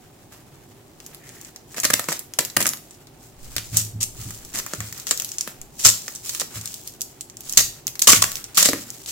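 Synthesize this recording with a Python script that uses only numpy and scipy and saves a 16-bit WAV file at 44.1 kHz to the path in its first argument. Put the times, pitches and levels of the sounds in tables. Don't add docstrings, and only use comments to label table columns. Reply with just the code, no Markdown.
import sys
import numpy as np
from scipy import signal
from scipy.fft import rfft, irfft, next_fast_len
from scipy.io import wavfile
from scipy.ndimage import map_coordinates

SR = 44100
rng = np.random.default_rng(int(sys.argv[2]) if len(sys.argv) > 2 else 0)


def generate_wav(sig):
    pcm = np.round(np.clip(np.atleast_2d(sig).T, -1, 1) * 32767).astype(np.int16)
    wavfile.write(sys.argv[1], SR, pcm)


N = 401751

# t/s, length/s, final level/dB, body/dB
STRETCHES = [(1.763, 0.033, -28.5, 6.5), (1.833, .022, -16, 8), (3.727, 0.036, -31, 0),
             (4.004, 0.036, -22.5, -9), (4.537, .064, -25.5, 4), (5.789, 0.06, -28.5, -7.5),
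             (6.398, 0.019, -21.5, -3), (8.544, 0.033, -27.5, -7), (9.072, 0.038, -29, -6)]
# t/s, length/s, opening level/dB, body/dB
TEARS = [(0.319, 0.068, -44.5, 8.5), (1.9, 0.0087, -14, 13), (1.934, 0.0069, -6, 4.5),
         (2.083, 0.092, -26.5, -1), (2.387, 0.0052, -6.5, 5), (2.391, 0.021, -23.5, 3.5),
         (2.5654, 0.0046, -4, 10.5), (2.602, 0.017, -16.5, 10.5), (2.649, 0.03, -23, 10.5),
         (3.763, 0.057, -20.5, -5.5), (5.071, .058, -26.5, -4), (5.837, 0.014, -19, -13),
         (5.848, 0.017, -1, -8.5), (5.867, 0.035, -12.5, -4.5), (7.572, 0.006, 5.5, -13),
         (7.577, 0.034, -12, -1), (8.018, 0.0054, -4.5, -12.5), (8.024, 0.024, -23, -13),
         (8.071, 0.057, -1.5, -3), (8.142, 0.038, -15, -5), (8.2193, 0.0071, -5, -6),
         (8.237, 0.0053, -11, 7), (8.57, 0.061, -9.5, -2), (8.639, 0.059, -15.5, -2.5)]
# t/s, level/dB, body/dB
SNAPS = [(1.0025, -30, 3), (1.064, -24.5, -9), (1.4484, -26.5, -4), (1.5612, -26, -1), (1.7448, -26, 16),
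         (1.7823, -17, 15), (1.801, -10, -9), (1.8333, -17, 0), (1.8517, -1, 7), (1.9951, -9, 10),
         (2.0873, -11, 13), (2.1096, -19, -3), (2.1207, -13, 10.5), (2.1264, -11, 8), (2.1931, -16.5, -10),
         (2.3371, -21, -1), (2.45, -12, -2), (2.5004, -23, -3), (2.6261, -7, -4.5), (2.6568, -9, 15),
         (2.6674, -3.5, -13), (2.6756, -12, 3), (2.6904, -9, -19), (2.735, -15, 7.5), (2.909, -30, -5),
         (3.071, -35, 2), (3.5649, -8, -1), (3.5821, -12, 2), (3.7703, 2, -41), (4.03, -6.5, -24),
         (4.5885, -15, -12), (4.6641, -18, 10.5), (4.7357, -13.5, 16.5), (4.8048, -15, 11.5),
         (4.9686, -37, 10), (5.0694, -15.5, 0), (5.1105, -0.5, 0), (5.1754, -14, -23), (5.1994, -10.5, -10),
         (5.2209, -15.5, 0), (5.2471, -14.5, -16), (5.3843, -11.5, -9), (5.4098, -10, -7),
         (5.476, -17.5, 10.5), (5.6153, -23, -10), (5.8694, 2.5, -5.5), (5.89, 0, -9), (6.0807, -15.5, 7),
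         (6.1592, -21, -36), (6.294, -14, -7), (6.3486, -13.5, -1), (6.417, -18, 18.5), (6.6574, -15, -22),
         (6.7418, -17.5, -32), (6.8753, -18, -36), (7.009, -18.5, -20), (7.0172, -10.5, -34),
         (7.2095, -15.5, -24), (7.299, -27.5, -6), (7.3698, -25.5, -7), (7.407, -24, -22),
         (7.4964, -14.5, -26), (7.525, -12.5, -22), (7.8694, -9.5, -14), (7.8792, -14, -1.5),
         (7.9551, -21.5, 3), (7.9937, -9.5, -17), (8.1315, 4.5, 3), (8.318, -15, -6), (8.3557, -15, -3),
         (8.442, -18.5, -12), (8.5775, 0.5, 1.5), (8.6278, 3.5, -6), (8.6531, -4, -7), (8.6574, 1.5, 6),
         (8.6882, -5, 4), (8.7327, -11.5, 9), (8.9034, -19, -36), (9.0608, -20.5, -9)]
# level/dB, t60/s
SNAP_STAGES = [(5, 0.0011), (-6, 0.0022), (-12.5, 0.04), (-27, .06)]
# f/Hz, level/dB
FILM_TONE = [(88, -60.5), (150, -7.5), (291, -10.5), (347, -13), (575, -9), (850, -13.5), (1120, -4),
             (1520, -9.5), (1930, -5), (2210, -7.5), (3740, -6), (7250, 4.5), (8980, -4), (14900, -6),
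             (15800, -13)]
# f/Hz, width/Hz, gain/dB
PANELS = [(590, 230, 2), (896, 114, -2), (1120, 120, -5), (1820, 95, 1.5), (2640, 1100, 2.5),
          (3820, 1500, 1.5), (7100, 880, -1)]
# t/s, level/dB, f/Hz
POPS = [(5.851, -15.5, 1330), (8.075, -2, 2810), (8.087, -4.5, 1080), (8.095, -5, 2840),
        (8.104, -9.5, 1110), (8.131, -10, 1170), (8.224, -7.5, 1040), (8.578, -10.5, 1090)]
# t/s, length/s, crinkle/dB, rub/dB
MOVES = [(1.026, 0.14, -50, -53.5), (1.267, .2, -47.5, -53), (1.736, .42, -44, -51), (2.432, .35, -52, -56),
         (2.83, 0.12, -52.5, -62), (3.22, 0.076, -51.5, -62), (3.446, 0.15, -43, -50.5),
         (3.635, .23, -41, -59), (4.193, 0.17, -38.5, -49.5), (4.423, 0.25, -44.5, -51),
         (4.684, .33, -39.5, -48), (5.06, .29, -40.5, -52), (5.415, 0.089, -44.5, -50.5),
         (5.795, .38, -40.5, -55), (6.259, 0.14, -32.5, -51), (6.541, 0.11, -40, -47.5),
         (6.672, .21, -40.5, -58.5), (7.034, 0.079, -49.5, -57), (7.471, .13, -36.5, -51),
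         (7.73, 0.079, -51, -57), (8.077, .32, -37.5, -45.5), (8.408, 0.12, -50, -50.5),
         (8.632, .25, -40, -49), (8.94, .17, -42.5, -53)]
# f/Hz, level/dB
CRINKLE_TONE = [(1500, -31.5), (2500, -14.5), (3400, -11), (5000, -5.5), (7300, 0), (9500, -7), (12500, -9),
                (15000, -7.5), (16000, -7)]
# f/Hz, level/dB
RUB_TONE = [(250, -27), (500, -2), (800, -10), (1200, 0), (1850, -1.5), (2400, -2.5), (3200, -4),
            (5000, -11)]
# f/Hz, level/dB, t60/s
CASE_MODES = [(80.5, -11.5, 0.32), (107.3, 3, 0.35), (119, -9, 0.2), (168.7, -0.5, 0.36), (205.5, -3, 0.35),
              (233.2, -7.5, 0.49), (280, 13, 0.068), (324, -3, 0.19), (380, -6.5, 0.13), (464, -4.5, 0.065),
              (568, -0.5, 0.014)]
# t/s, level/dB, hardness/(dB per octave)
KNOCKS = [(1.836, -29, 3), (1.9, -31, 4), (1.935, -27, 1.5), (2.087, -23, 15), (2.389, -17, 19),
          (2.569, -20.5, 2), (2.611, -31, 3), (2.656, -27, 3), (4.544, -31, 1), (4.737, -22.5, 30),
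          (5.111, -17.5, 43), (6.418, -26, 16), (8.689, -9.5, 15.5), (8.734, -14.5, 12)]
# t/s, level/dB, rise/s
PUSHES = [(3.566, -30.5, 0.0028), (3.714, -10.5, 0.065), (3.783, -21.5, 0.026), (3.93, -15, 0.039),
          (4.185, -26, .013), (4.254, -22, 0.0069), (4.78, -22.5, 0.011), (5.855, -23, 0.0019),
          (6.56, -26.5, .004), (7.575, -30.5, .0046), (8.081, -22, 0.0078), (8.161, -17.5, 0.018)]
# f/Hz, level/dB
SCRAPE_TONE = [(900, -32), (1500, -18), (1850, -3), (2300, -9), (3500, -22), (8000, -35)]
# t/s, length/s, level/dB
STIRS = [(3.43, 0.1, -41.5), (3.66, 0.94, -49), (5.61, 0.039, -49), (5.85, .05, -55), (7.55, 0.12, -47),
         (8.08, 0.33, -50)]
# f/Hz, level/dB
RUMBLE_TONE = [(15, 5.5), (30, -5), (55, 3), (85, -15), (140, -4), (400, -57)]
# f/Hz, t60/s
ROOM_DECAY = [(150, 0.46), (1000, 0.28), (4000, 0.35), (7500, 0.3), (15000, 0.32)]
# f/Hz, level/dB
WALL_TONE = [(100, -5.5), (1000, 2.5), (7000, -1.0), (15000, 2.5)]
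# f/Hz, level/dB
ROOM_TONE = [(15, -80), (25, -34), (48, -7), (80, -13), (123, -2.5), (194, -12.5), (248, -8.5),
             (276, -10.5), (352, -9), (392, -8.5), (437, -15.5), (691, -17.5), (749, -14.5), (1390, -29),
             (15800, -36.5)]
# f/Hz, left-right correlation
CLOSE = [(100, 1), (500, 0.76), (1200, 0.94), (2200, 0.19), (3500, 0), (15000, 0)]
# f/Hz, left-right correlation
DIFFUSE = [(30, 0.39), (100, 0.97), (300, 0.81), (700, 0.51), (1200, 0), (3000, 0.12)]
# f/Hz, left minus right/dB
PORT_BALANCE = [(300, -1), (3000, -1), (6000, -2), (6700, -1), (7300, 5.5), (8500, 1.5), (11000, -0.5),
                (14500, -2.5), (16000, 9)]


def tears(swell_db=3, fall_db=1, slacken_db_per_s=113):
    out = np.zeros((2, N))
    for s, length, db, body_db in STRETCHES:
        add(out, s, rip(length, db - swell_db, swell_db, body_db))
    for s, length, db, body_db in TEARS:
        add(out, s, rip(length, db, -fall_db - slacken_db_per_s * length, body_db))
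    return out


def rip(length, db, change_db, body_db, open_s=0.0018, stop_t60=0.011):
    t = np.arange(SR // 6) / SR
    run_db = change_db * np.minimum(t / length, 1)
    stop_db = -60 * np.maximum(t - length, 0) / stop_t60
    pull = amp(db + run_db + stop_db) * (1 - np.exp(-t / open_s))
    chain = ruptures(len(t), per_s=3000, spread_db=4.8, life_s=.0005)
    chain *= np.sqrt(np.sum(pull ** 2) / np.sum(np.mean(chain ** 2, 0) * pull ** 2))
    edge_db = 0.36 * body_db
    return film(pull * chain, body_db, edge_db, ripple_db=1)


def snaps(rise_s=.00005):
    out, t = np.zeros((2, N)), np.arange(SR // 25) / SR
    fade = sum(amp(db - 60 * t / t60) for db, t60 in SNAP_STAGES)
    fade *= 1 - np.exp(-t / rise_s)
    for s, db, body_db in np.vstack([SNAPS, stray_folds()]):
        crack = fade * rng.choice([-1, 1], (2, len(t)))
        edge_db = 2.5 * rng.standard_normal()
        add(out, s, amp(db) * film(crack, body_db, edge_db, ripple_db=5.0))
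    return out


def stray_folds(count=30, over_crinkle_db=18.5, mean_body_db=-8):
    s, length, crinkle_db, _ = np.transpose(MOVES)
    share = np.cumsum(length * amp(crinkle_db / 2))
    which, when, force, tautness = rng.random((count, 4)).T
    move = np.searchsorted(share / share[-1], which)
    level_db = crinkle_db[move] + over_crinkle_db + 8 * (force - .5)
    body_db = mean_body_db + 20 * (tautness - .5)
    return np.column_stack([s[move] + length[move] * when, level_db, body_db])


def film(crack, body_db, edge_db, ripple_db):
    fold = np.column_stack([np.geomspace(400, 16000, 12), ripple_db * rng.uniform(-1, 1, 12)])
    mid_db = 0.24 * body_db
    tension = [(200, body_db), (1750, body_db), (3300, mid_db), (6000, 0), (8000, 0), (10500, edge_db)]

    def colour(hz):
        panels = sum(db / (1 + (2 * (hz - centre) / width) ** 2) for centre, width, db in PANELS)
        return along(FILM_TONE, hz) + along(tension, hz) + along(fold, hz) + panels
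    return coloured(crack, colour, CLOSE)


def ruptures(size, per_s, spread_db, life_s):
    onsets = rng.random(size) < per_s / SR
    strength = amp(spread_db * np.clip(rng.standard_normal(size), -2, 2))
    power = signal.lfilter([1], [1, -np.exp(-2 / (life_s * SR))], onsets * strength ** 2)
    return unit(np.sqrt(power + 1e-6) * rng.standard_normal((2, size)))


def pops(rise_s=0.00048, sag_s=0.0022, t60=0.022):
    out, t = np.zeros(N), np.arange(SR // 20) / SR
    for s, db, hz in POPS:
        pitch = hz * (1 + 0.15 * np.exp(-t / sag_s))
        swing = amp(db - 60 * t / t60) * (1 - np.exp(-t / rise_s))
        add(out, s, swing * np.sin(2 * np.pi * np.cumsum(pitch) / SR))
    return np.array([out, out])


def handling(rest_db=-60.5):
    s, length, crinkle_levels, rub_levels = np.transpose(MOVES)
    grip_db = 1.8 * wobble(35)
    crinkle_db = effort(zip(s, length, crinkle_levels), rest_db) + grip_db
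    rub_db = effort(zip(s, length, rub_levels), rest_db) + grip_db
    crinkle = 0
    for db_per_octave in (-3, 3):
        def colour(hz):
            return along(CRINKLE_TONE, hz) + db_per_octave * np.log2(np.maximum(hz, 2000) / 7000)
        grains = ruptures(N, per_s=800, spread_db=0, life_s=0.0011)
        ticks = amp(-4.5) * ruptures(N, per_s=83, spread_db=3.5, life_s=0.0012)
        crinkle += coloured(grains + ticks, colour, CLOSE)[:, :N]
    friction = ruptures(N, per_s=3800, spread_db=17.5, life_s=0.0068)
    return amp(crinkle_db) * unit(crinkle) + amp(rub_db) * toned(friction, RUB_TONE, CLOSE)


def case(knock_rise_s=0.001, push_db_per_octave=-11.5):
    out, t = np.zeros(N), np.arange(SR // 2) / SR
    hz, mode_db, t60 = np.transpose(CASE_MODES)[:, :, None]
    knocks = [(s, db, hardness, knock_rise_s) for s, db, hardness in KNOCKS]
    pushes = [(s, db, push_db_per_octave, rise_s) for s, db, rise_s in PUSHES]
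    for s, db, hardness, rise_s in knocks + pushes:
        gains = amp(mode_db + hardness * np.log2(hz / hz[0]) + rng.normal(0, 1, hz.shape))
        held_hz = hz * (1 + 0.018 * rng.standard_normal(hz.shape))
        ring = gains / np.linalg.norm(gains) * amp(-60 * t / t60) * np.sin(2 * np.pi * held_hz * t)
        add(out, s, amp(db) * ring.sum(0) * (1 - np.exp(-t / rise_s)))
    return np.array([out, out])


def blade(start_s=1.23, length_s=0.19, level_db=-55):
    slips = ruptures(N, per_s=500, spread_db=4, life_s=.002)
    drag_db = effort([(start_s, length_s, level_db)], rest_db=-120)
    return amp(drag_db) * toned(slips, SCRAPE_TONE, CLOSE)


def table():
    rumble = toned(rng.standard_normal((2, N)), RUMBLE_TONE, DIFFUSE)
    return amp(effort(STIRS, rest_db=-69)) * rumble


def room(direct, delay_s=.005):
    out, step = np.zeros((2, N)), SR // 2
    for start in range(0, N, step):
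        hz, t, noise = signal.stft(rng.standard_normal((2, step)), SR, nperseg=256)
        decay = amp(-60 * t / along(ROOM_DECAY, hz)[:, None])
        _, tail = signal.istft(noise * decay, SR, nperseg=256)
        wet = signal.fftconvolve(direct[:, start:start + step], tail / np.linalg.norm(tail[0]), axes=1)
        add(out, start / SR + delay_s, wet)
    return toned(out, WALL_TONE, DIFFUSE)


def room_tone(level_db=-49.5):
    noise = toned(rng.standard_normal((2, N)), ROOM_TONE, DIFFUSE)
    return amp(level_db + 0.29 * wobble(10.0)) * noise


def effort(moves, rest_db, attack_db_per_s=195, release_db_per_s=170):
    t, level = np.arange(N) / SR, np.full(N, float(rest_db))
    for s, length, db in moves:
        before_db = attack_db_per_s * np.maximum(s - t, 0)
        after_db = release_db_per_s * np.maximum(t - s - length, 0)
        level = np.maximum(level, db - before_db - after_db)
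    return level


def coloured(x, colour, correlation):
    size = 2 * next_fast_len(x.shape[1] // 2 + SR // 40)
    hz = np.fft.rfftfreq(size, 1 / SR)
    gain = np.maximum(unit(amp(colour(hz))), 1e-4)
    cepstrum = irfft(np.log(gain))
    cepstrum[1:size // 2] *= 2
    cepstrum[size // 2 + 1:] = 0
    spread = np.arccos(np.clip(along(correlation, hz), -1, 1)) / 2
    mid, side = irfft(rfft(x, size) * np.exp(rfft(cepstrum)) * [np.cos(spread), np.sin(spread)])
    return np.array([mid + side, mid - side])


def toned(x, tone, correlation):
    return coloured(x, lambda hz: along(tone, hz), correlation)[:, :N]


def along(points, hz):
    f, value = np.transpose(points)
    return np.interp(np.log(hz + 1), np.log(f + 1), value)


def wobble(per_s):
    knots = rng.standard_normal(int(N * per_s / SR) + 4)
    return map_coordinates(knots, [np.arange(N) * per_s / SR])


def add(track, s, x):
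    start = max(0, round(s * SR))
    part = track[..., start:start + x.shape[-1]]
    part += x[..., :part.shape[-1]]


def amp(db):
    return 10 ** (np.asarray(db) / 20)


def unit(x):
    return x / np.sqrt(np.mean(x ** 2) + 1e-20)


def scene():
    direct = snaps() + tears() + pops() + handling() + blade() + case()
    return direct + amp(-8.0) * room(direct) + table() + room_tone()


def record(dry, top_hz=16020):
    size = next_fast_len(N + SR // 4)
    hz = np.fft.rfftfreq(size, 1 / SR)
    ports = amp(np.outer([.5, -.5], along(PORT_BALANCE, hz)))
    picked_up = irfft(rfft(dry, size) * ports, size)
    overloaded = picked_up / (1 + np.abs(picked_up) ** 6) ** (1 / 6)
    return irfft(rfft(overloaded) / (1 + (hz / top_hz) ** 120), size)[:, :N]


dry = scene()
out = record(dry)
generate_wav(out)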